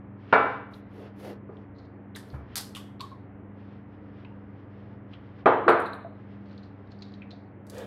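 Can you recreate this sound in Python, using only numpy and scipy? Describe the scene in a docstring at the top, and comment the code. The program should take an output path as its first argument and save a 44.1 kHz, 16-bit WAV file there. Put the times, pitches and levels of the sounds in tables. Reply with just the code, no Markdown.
"""An appliance hums in a bare, echoing room, where breakfast is eaten at a wooden table.
A glass of milk knocks on the table as a hand takes it, is sipped with small wet lip clicks,
and is put down in two knocks, edge first and then flat. At the end a knife is drawn off the wood.
Knocks are sums of damped modes with a dense noise burst, clicks and friction are shaped noise,
hollow sounds are damped tones, and the hum is a set of wavering sinusoids over dull noise."""
import sys
import numpy as np
from scipy import signal
from scipy.fft import rfft, irfft
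from scipy.io import wavfile
from scipy.ndimage import uniform_filter1d, minimum_filter1d

SR = 44100
rng = np.random.default_rng(int(sys.argv[2]) if len(sys.argv) > 2 else 0)


def digitize_waveform(pressure):
    """Quantize a signal to 16-bit integers and store it at the path in sys.argv[1].

    Rows of a 2-D input are taken as channels; values are limited to [-1, 1].
    """
    field = np.atleast_2d(pressure).T
    bounded = np.clip(field, -1, 1)
    quanta = np.round(bounded * 32767).astype(np.int16)
    wavfile.write(sys.argv[1], SR, quanta)


N = 346626
TIME = np.arange(N) / SR
AGE = TIME[:SR]   # the second that follows a contact

# Event levels are relative: each source adds its own trim. Spectra give the shape only.

# Glass or arm on the table:
# (time [s], level [dB], spot struck [0 gripped, 1 put down], hardness [pitch factor of the thud])
KNOCKS = [(0.3257, 3.5, 0, 1.066), (1.489, -33, 1, 0.29), (2.337, -33.5, 0, 0.98), (5.4575, 3, 1, 0.89),
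          (5.6792, 2.5, 1, 1.04)]
# Modes of the table with the glass on it:
# (frequency [Hz], t60 [s], level when gripped [dB], level when put down [dB])
TABLE_MODES = [ (268, .6, -29, -30), (325, .55, -40, -29), (347, .55, -39, -26), (378, .5, -45, -28),
               (427, .55, -28, -26), (450, .45, -20, -18), (473, .4, -34, -23), (504, .5, -39, -27),
               (590, .35, -22, -26), (628, .35, -29, -21), (678, .55, -28, -28), (733, .5, -27, -34),
               (816, .5, -25, -24), (885, .45, -29, -29), (922, .5, -36, -28), (982, .55, -29, -25),
               (1020, .55, -25, -28), (1145, .6, -34, -28), (1190, .45, -27, -23), (1222, .55, -34, -27),
               (1268, .4, -22, -25), (1335, .5, -24, -34), (1385, .5, -27, -33), (1427, .5, -32, -28),
               (1610, .35, -33, -31), (1690, .45, -30, -42), (1981, .55, -38, -39), (2295, .58, -26, -48)]
# Dense, unresolved part of a knock: (frequency [Hz], density [dB per Hz])
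THUD_SPECTRUM = [(30, -43), (70, -30), (120, -10.5), (230, -13.5), (400, -2), (700, 0.5), (1300, 1),
                 (1700, -6), (2200, -13), (2700, -20.5), (3300, -24), (4300, -34), (5500, -45.5),
                 (8000, -56), (15000, -69)]
KNOCK_RISE_S = .0012
KNOCK_TAIL_CUT_HZ = 4350   # the room swallows the treble above this
ROOM_T60_S = 0.63

# Base of the glass grinding and settling: (time [s], level [dB], chirp level [dB])
GRIT = [(5.458, -59.5, -43), (5.690, -46, -40.5), (5.796, -52.5, -65), (5.857, -60, -44), (5.932, -59, -51)]
# Small contacts of glass on wood: (frequency [Hz], density [dB per Hz])
GRIT_SPECTRUM = [(2000, -29), (6000, -17), (9000, 1.5), (12000, -5), (15500, -16)]
# Narrow chirp of the grinding base: (multiple of its pitch [1], density [dB per Hz])
CHIRP_SPECTRUM = [(.5, -30.5), (.88, -3), (1, 6), (1.1, -5), (1.3, -37), (2, -54.5)]
GRIT_T60_S, REBOUND_S, REBOUND_LOSS_DB = 0.071, 0.015, 8.5   # each contact rebounds once
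# Blade catching on the wood: (time [s], level [dB])
BLADE = [(7.667, -53), (7.698, -41.5), (7.746, -50), (7.781, -39)]
# Steel on wood, both catches and friction: (frequency [Hz], density [dB per Hz])
STEEL_SPECTRUM = [(1500, -32), (4000, 6.5), (6000, 4.5), (9000, 3.5), (12000, 3), (15500, -11)]
BLADE_T60_S = 0.028

# Sips, the lips part and then smack:
# (time [s], parting level [dB], parting resonance [Hz], parting spray level [dB],
#  smack level [dB], smack resonance [Hz], smack spray level [dB], smack t60 [s])
SIPS = [(2.149, -38.5, 3640, -64, -42, 1710, -48, 0.15), (2.556, -35, 3430, -29.5, -36, 4600, -34, 0.18),
        (2.749, -35.5, 3200, -44.5, -40, 3200, -48, 0.15), (2.996, -49, 3460, -76, -36.5, 3960, -49, 0.063)]
PARTING_T60_S, SMACK_AFTER_S = 0.047, 0.01
# Single clicks of the tongue: (time [s], level [dB], mouth resonance [Hz])
TONGUE = [(0.735, -49.5, 3800), (1.569, -62, 3170), (1.784, -58.5, 4370), (2.301, -55.5, 4170),
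          (4.248, -49, 2580), (5.133, -45.5, 3100), (6.510, -59.5, 4050), (6.577, -57, 4130),
          (6.630, -53, 4200), (6.918, -56, 4300), (7.021, -43, 4200), (7.138, -52.5, 3940),
          (7.219, -42, 2400), (7.306, -44, 4080)]
TONGUE_T60_S, TONGUE_RING_T60_S = 0.052, 0.051
TONGUE_SNAP_DB, TONGUE_RING_DB, TONGUE_SPRAY_DB = -0.5, -1.5, -55   # relative to the level asked for
# Spells of the mouth working, with faint clicks at random:
# (start [s], end [s], level above the usual [dB])
MOUTHING = [(1.744, 1.86, -4), (3.013, 3.13, -3), (6.44, 6.68, -2), (6.869, 7.161, 3)]
MOUTHING_COUNT = 14   # clicks in each spell
MOUTHING_DB, MOUTHING_SPREAD_DB = -66.5, 2
MOUTHING_HZ, MOUTHING_SPREAD_OCTAVES = 4260, 0.077
# Mouth click: (multiple of the mouth resonance [1], density [dB per Hz])
MOUTH_SPECTRUM = [(.15, -25), (.45, -15), (.74, -9), (.92, 0), (1.08, 0), (1.22, -10), (1.6, -22),
                  (2.2, -46), (3.5, -62)]
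# Fine wet crackle on the lips: (frequency [Hz], density [dB per Hz])
SPRAY_SPECTRUM = [(300, -23), (700, -3), (1900, -2), (2500, -10), (4600, 3.5), (6500, -2), (8500, 0.5),
                  (12500, -1), (15800, -20)]
MOUTH_ROOM_T60_S, SPRAY_ROOM_T60_S = .4, .32

# Hollow sounds, an elbow on the table, gulps and milk slopping:
# (time [s], level [dB], frequency [Hz])
PLOPS = [(1.492, -39.5, 437), (2.32, -33.5, 72.3), (2.326, -39, 132), (2.766, -44, 1145),
         (3.003, -34, 1110), (3.115, -45.5, 1067), (4.247, -50, 940), (4.297, -53, 897), (5.663, -24, 344),
         (6.046, -38.5, 672), (6.104, -48, 636), (7.33, -50.5, 695)]
# Scattered sound around a hollow tone: (multiple of the tone [1], density [dB per Hz])
SCATTER_SPECTRUM = [(.3, -39.5), (.8, -4), (1, 23), (1.2, -13), (3, -61)]
PLOP_TONE_T60_S, PLOP_SCATTER_T60_S = 0.065, 0.26   # both at 1 kHz
PLOP_T60_SLOPE = 0.29   # lower tones ring longer by this power of the pitch

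# Strokes of a hand or arm on the wood:
# (start [s], length [s], wood level [dB], friction hiss level [dB])
HANDS = [(0.69, .14, -69, -73), (0.88, 0.23, -45, -75), (1.14, .23, -39, -62.5), (1.42, 0.27, -58.5, -108),
         (2.17, 0.28, -55.5, -73.5)]
# The single stroke that draws the knife off:
# (start [s], length [s], wood level [dB], friction hiss level [dB])
KNIFE = [(7.64, 0.27, -38, -56.5)]
# Wood under a hand: (frequency [Hz], density [dB per Hz])
HANDS_WOOD_SPECTRUM = [(80, -30), (220, 0), (450, 6.5), (800, -3), (1800, -16), (3000, -24.5), (4700, -28),
                       (7000, -43.5), (15000, -57)]
# Skin on wood: (frequency [Hz], density [dB per Hz])
HANDS_HISS_SPECTRUM = [(3000, 2), (6000, -5.5), (8000, -13), (11000, -3.5), (13500, -9), (15500, -18)]
# Wood under the knife: (frequency [Hz], density [dB per Hz])
KNIFE_WOOD_SPECTRUM = [(80, -35), (250, -22), (480, 8.5), (750, -8.5), (1400, -17.5), (1700, -9.5),
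                       (2000, -21.5), (3500, -24), (7000, -44)]
WOOD_LAG_S = 0.027   # the surface hisses first, the wood answers as the pressure grows

# A faint hiss that comes and goes: (start [s], end of hold [s], level [dB])
FAINT_HISS = [(0.141, 0.525, -57.5), (0.79, 1.296, -63), (2.334, 2.56, -61.5), (3.454, 5.41, -72.5),
              (6.047, 7.346, -72.5)]
# Its spectrum: (frequency [Hz], density [dB per Hz])
FAINT_HISS_SPECTRUM = [(400, -16.5), (1200, 9.5), (3200, 3), (4000, -5), (5200, -10.5), (7000, -30.5),
                       (12000, -48)]
FAINT_HISS_FADE_S = 0.13

# Lines of the appliance: (frequency [Hz], level before waver [dB rms], waver spread [dB])
HUM = [(73, -70.5, 3.5), (100.1, -51, .5), (121, -56.5, 2), (138.5, -71.5, 1), (283.7, -55, 1),
       (304, -67, 4)]
# A mains harmonic beats against a motor line just above it
MAINS_HARMONIC_HZ, BEAT_HZ = 200.2, 1.4
HARMONIC_DB, MOTOR_LINE_DB, HARMONIC_WAVER_DB = -50.5, -62, 1.67
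# The room's steady murmur: (frequency [Hz], density [dB per Hz])
AIR_SPECTRUM = [(25, -22), (50, -9.5), (70, -0.5), (150, -0.5), (220, 1), (420, -3), (650, -9),
                (1100, -14.5), (2000, -20.5), (3100, -37), (4500, -58.5), (7000, -65.5), (16000, -64.5)]
AIR_DB = -50   # rms

LIMIT, CUTOFF_HZ = .85, 15900


def knocks(ring_db, thud_db):
    """Modal superposition: an impact excites damped modes and a dense thud, brighter if harder."""
    out = np.zeros(N)
    for s, db, spot, hardness in KNOCKS:
        ring = 0
        for hz, t60, gripped_db, put_down_db in TABLE_MODES:
            mode_db = put_down_db if spot > .5 else gripped_db
            strength = from_db(mode_db + rng.normal(0, 1))
            phase_turns = rng.random()
            ring = ring + strength * dying(t60) * np.sin(2 * np.pi * (hz * AGE + phase_turns))
        burst = noise(THUD_SPECTRUM, size=SR, scale=hardness, ripple_db=3.0)
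        thud = in_room(burst, contact_t60=0.11, room_db=-4.5, room_t60=ROOM_T60_S)
        knock = from_db(ring_db) * ring + from_db(thud_db) * thud
        add(out, s, from_db(db) * onset(KNOCK_RISE_S) * knock)
    return out


def ticks(grit_db, blade_db, chirp_hz):
    """Brief contact: tiny hard touches of glass and steel on wood excite mostly treble."""
    out = np.zeros(N)
    for s, db, chirp_db in GRIT:
        for delay, loss_db in ((0, 0), (REBOUND_S, REBOUND_LOSS_DB)):
            grit = crackle(GRIT_SPECTRUM, GRIT_T60_S, room_db=-10.0, room_t60=0.43)
            chirp = crackle(CHIRP_SPECTRUM, GRIT_T60_S, room_db=-7.0, room_t60=0.67, scale=chirp_hz)
            add(out, s + delay, from_db(db + grit_db - loss_db) * grit)
            add(out, s + delay, from_db(chirp_db - loss_db) * chirp)
    for s, db in BLADE:
        catch = crackle(STEEL_SPECTRUM, BLADE_T60_S, room_db=-10.5, room_t60=0.3)
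        add(out, s, from_db(db + blade_db) * catch)
    return out


def lips(click_db, spray_db):
    """Rupture of wet films: sips part and smack the lips, the tongue clicks, the mouth works faintly."""
    out = np.zeros(N)
    for s, part_db, part_hz, part_spray_db, smack_db, smack_hz, smack_spray_db, smack_t60 in SIPS:
        parting = wet_click(part_db + click_db, part_hz, PARTING_T60_S, part_spray_db + spray_db)
        smack = wet_click(smack_db + click_db, smack_hz, smack_t60, smack_spray_db + spray_db)
        add(out, s, parting)
        add(out, s + SMACK_AFTER_S, smack)
    for s, db, hz in TONGUE:
        add(out, s, tongue_click(db, hz))
    for start, end, db in MOUTHING:
        for k in range(MOUTHING_COUNT):
            s = start + (end - start) * (k + rng.random()) / MOUTHING_COUNT
            hz = MOUTHING_HZ * 2 ** (MOUTHING_SPREAD_OCTAVES * rng.standard_normal())
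            click_level_db = MOUTHING_DB + db + MOUTHING_SPREAD_DB * rng.standard_normal()
            add(out, s, tongue_click(click_level_db, hz))
    return out


def wet_click(db, hz, length, treble_db):
    """Cavity resonance: a snapping film rings the mouth briefly and fine droplets add treble."""
    mouth = crackle(MOUTH_SPECTRUM, length, room_db=-6.5, room_t60=MOUTH_ROOM_T60_S, scale=hz)
    spray = crackle(SPRAY_SPECTRUM, length, room_db=-2.5, room_t60=SPRAY_ROOM_T60_S)
    return from_db(db) * mouth + from_db(treble_db) * spray


def tongue_click(db, hz):
    """Free oscillation: a snap inside the mouth rings it clearly for a moment, with little spray."""
    tone = np.sin(2 * np.pi * hz * AGE) * dying(TONGUE_RING_T60_S) * onset(0.00075)
    snap = wet_click(db + TONGUE_SNAP_DB, hz, TONGUE_T60_S, db + TONGUE_SPRAY_DB)
    return from_db(db + TONGUE_RING_DB) * tone + snap


def plops(level_db, scatter_db, rise_cycles):
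    """Damped resonance: a soft push on a hollow body builds one tone, smeared by the room."""
    out = np.zeros(N)
    for s, db, hz in PLOPS:
        longer = (hz / 1000) ** -PLOP_T60_SLOPE
        tone = np.sin(2 * np.pi * hz * AGE) * dying(PLOP_TONE_T60_S * longer)
        around = noise(SCATTER_SPECTRUM, size=SR, scale=hz, tilt_db=-3.0)
        scatter = from_db(scatter_db) * around * dying(PLOP_SCATTER_T60_S * longer)
        add(out, s, from_db(db + level_db) * onset(rise_cycles / hz) * (tone + scatter))
    return out


def slide(strokes, wood_spectrum, hiss_spectrum, wood_db, hiss_db, grain_db):
    """Friction: an uneven rubbing force makes the wood murmur and the surface hiss."""
    wood_level, hiss_level = 0, 0
    for s, length, stroke_wood_db, stroke_hiss_db in strokes:
        wood_level = wood_level + from_db(stroke_wood_db + wood_db) * swell(s + WOOD_LAG_S, length)
        hiss_level = hiss_level + from_db(stroke_hiss_db + hiss_db) * swell(s, length)
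    body = wood_level * noise(wood_spectrum, size=N, ripple_db=4.0)
    surface = hiss_level * noise(hiss_spectrum, size=N)
    return (body + surface) * from_db(grain_db * drift(rate=160))


def swell(start, length):
    """Stroke kinematics: a stroke gathers speed and slows down again."""
    return np.sin(np.pi * np.clip((TIME - start) / length, 0, 1)) ** 2


def faint_hiss(flicker_db):
    """Amplitude-modulated noise: a soft hiss fades in, holds with a flicker and fades out."""
    level = 0
    for start, end, db in FAINT_HISS:
        fade_in = np.clip((TIME - start) / FAINT_HISS_FADE_S, 0, 1) ** 2
        fade_out = np.clip((end + FAINT_HISS_FADE_S - TIME) / FAINT_HISS_FADE_S, 0, 1) ** 2
        level = level + from_db(db) * fade_in * fade_out
    return level * from_db(flicker_db * drift(rate=15)) * noise(FAINT_HISS_SPECTRUM, size=N)


def background():
    """Line spectrum with beats: mains and motor lines waver over the dull air of the room."""
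    hum = sum(line(hz, db + waver_db * drift(rate=5)) for hz, db, waver_db in HUM)
    harmonic = line(MAINS_HARMONIC_HZ, HARMONIC_DB + HARMONIC_WAVER_DB * drift(rate=5))
    motor = line(MAINS_HARMONIC_HZ + BEAT_HZ, MOTOR_LINE_DB)
    air = from_db(AIR_DB) * noise(AIR_SPECTRUM, size=N)
    return hum + harmonic + motor + air


def line(hz, db):
    """Pure tone: a sinusoid whose peak is the square root of two times its rms level."""
    return from_db(db) * np.sqrt(2) * np.sin(2 * np.pi * hz * TIME)


def crackle(spectrum, length, room_db, room_t60, scale=1, grain_db=4.5, ripple_db=3.0):
    """Reverberant build-up: the longer a run of snaps, the more it fills the room's duller tail."""
    grain = rms_one(from_db(grain_db * drift(rate=750, size=SR)))
    snaps = noise(spectrum, size=SR, scale=scale, ripple_db=ripple_db) * grain
    tail = noise(spectrum, size=SR, scale=scale, tilt_db=-2.5, ripple_db=ripple_db)
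    tail_level = from_db(room_db) * np.sqrt(length / room_t60)
    return snaps * dying(length) * onset(0.00067) + tail_level * tail * dying(room_t60) * onset(0.0081)


def in_room(sound, contact_t60, room_db, room_t60):
    """Direct and diffuse fields: a quick burst, then the room's tail, which lacks the top treble."""
    lowpass = signal.butter(2, KNOCK_TAIL_CUT_HZ, fs=SR, output="sos")
    dull = signal.sosfiltfilt(lowpass, sound)
    direct = dying(contact_t60)
    diffuse = from_db(room_db) * dying(room_t60)
    return dull * np.hypot(direct, diffuse) + (sound - dull) * direct   # energies add


def onset(rise_s):
    """Finite contact time: the force of a contact starts smoothly."""
    return 1 - np.exp(-(AGE / rise_s) ** 2)


def dying(t60):
    """Exponential decay: the level falls 60 dB in t60 seconds (2 ms at least)."""
    return from_db(-60 * AGE / max(t60, .002))


def noise(spectrum, size, scale=1, tilt_db=0, ripple_db=0):
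    """Spectral shaping: unit noise scaled in pitch, tilted per octave, rippled by near reflections."""
    hz, db = np.transpose(spectrum)
    bins = np.maximum(np.fft.rfftfreq(size, 1 / SR), 1)
    octaves = np.log2(bins)
    knots = np.arange(0, SR / 2, 45)   # one ripple value every 45 Hz
    ripple = np.interp(bins, knots, rng.standard_normal(len(knots)))
    ripple = ripple * np.minimum(bins / 1500, 1)   # shallower in the bass
    shape_db = np.interp(octaves, np.log2(hz * scale), db) + tilt_db * octaves + ripple_db * ripple
    white = rfft(rng.standard_normal(size))
    return rms_one(irfft(white * from_db(shape_db), size))


def drift(rate, size=N):
    """Slow random modulation: straight lines join random values, rate per second, to unit rms."""
    knots = rng.standard_normal(int(size / SR * rate) + 2)
    return rms_one(np.interp(TIME[:size] * rate, np.arange(len(knots)), knots))


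def from_db(db):
    """Logarithmic level: decibels to amplitude gain."""
    return 10 ** (np.asarray(db) / 20)


def rms_one(x):
    """Normalisation: scale to unit rms."""
    return x / np.sqrt(np.mean(x ** 2) + 1e-20)


def add(out, s, sound):
    """Linear superposition: mix a sound in, starting at time s."""
    start = int(round(s * SR))
    out[start:start + len(sound)] += sound[:N - start]


def scene():
    """Superposition of sources: everything at the table sums at one microphone."""
    contacts = knocks(ring_db=-3.5, thud_db=-14.5) + ticks(grit_db=-1.0, blade_db=1.0, chirp_hz=4000)
    mouth = lips(click_db=-0.5, spray_db=2.0)
    hollow = plops(level_db=5.0, scatter_db=-8.0, rise_cycles=1.26)
    hands = slide(HANDS, HANDS_WOOD_SPECTRUM, HANDS_HISS_SPECTRUM, wood_db=-1.5, hiss_db=5.5, grain_db=1.5)
    knife = slide(KNIFE, KNIFE_WOOD_SPECTRUM, STEEL_SPECTRUM, wood_db=-1.5, hiss_db=-6.5, grain_db=1.0)
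    return (contacts + mouth + hollow + hands + knife + faint_hiss(flicker_db=4.5) + background())[None]


def record(dry):
    """Gain limiting and band limiting: the highest peaks are held down and the top is cut steeply."""
    allowed = minimum_filter1d(LIMIT / np.maximum(np.abs(dry), LIMIT), size=265)
    gain = uniform_filter1d(uniform_filter1d(allowed, size=131), size=131)   # about 3 ms each
    lowpass = signal.ellip(10, .1, 80, CUTOFF_HZ, fs=SR, output="sos")
    return signal.sosfilt(lowpass, dry * gain)


dry = scene()
out = record(dry)
digitize_waveform(out)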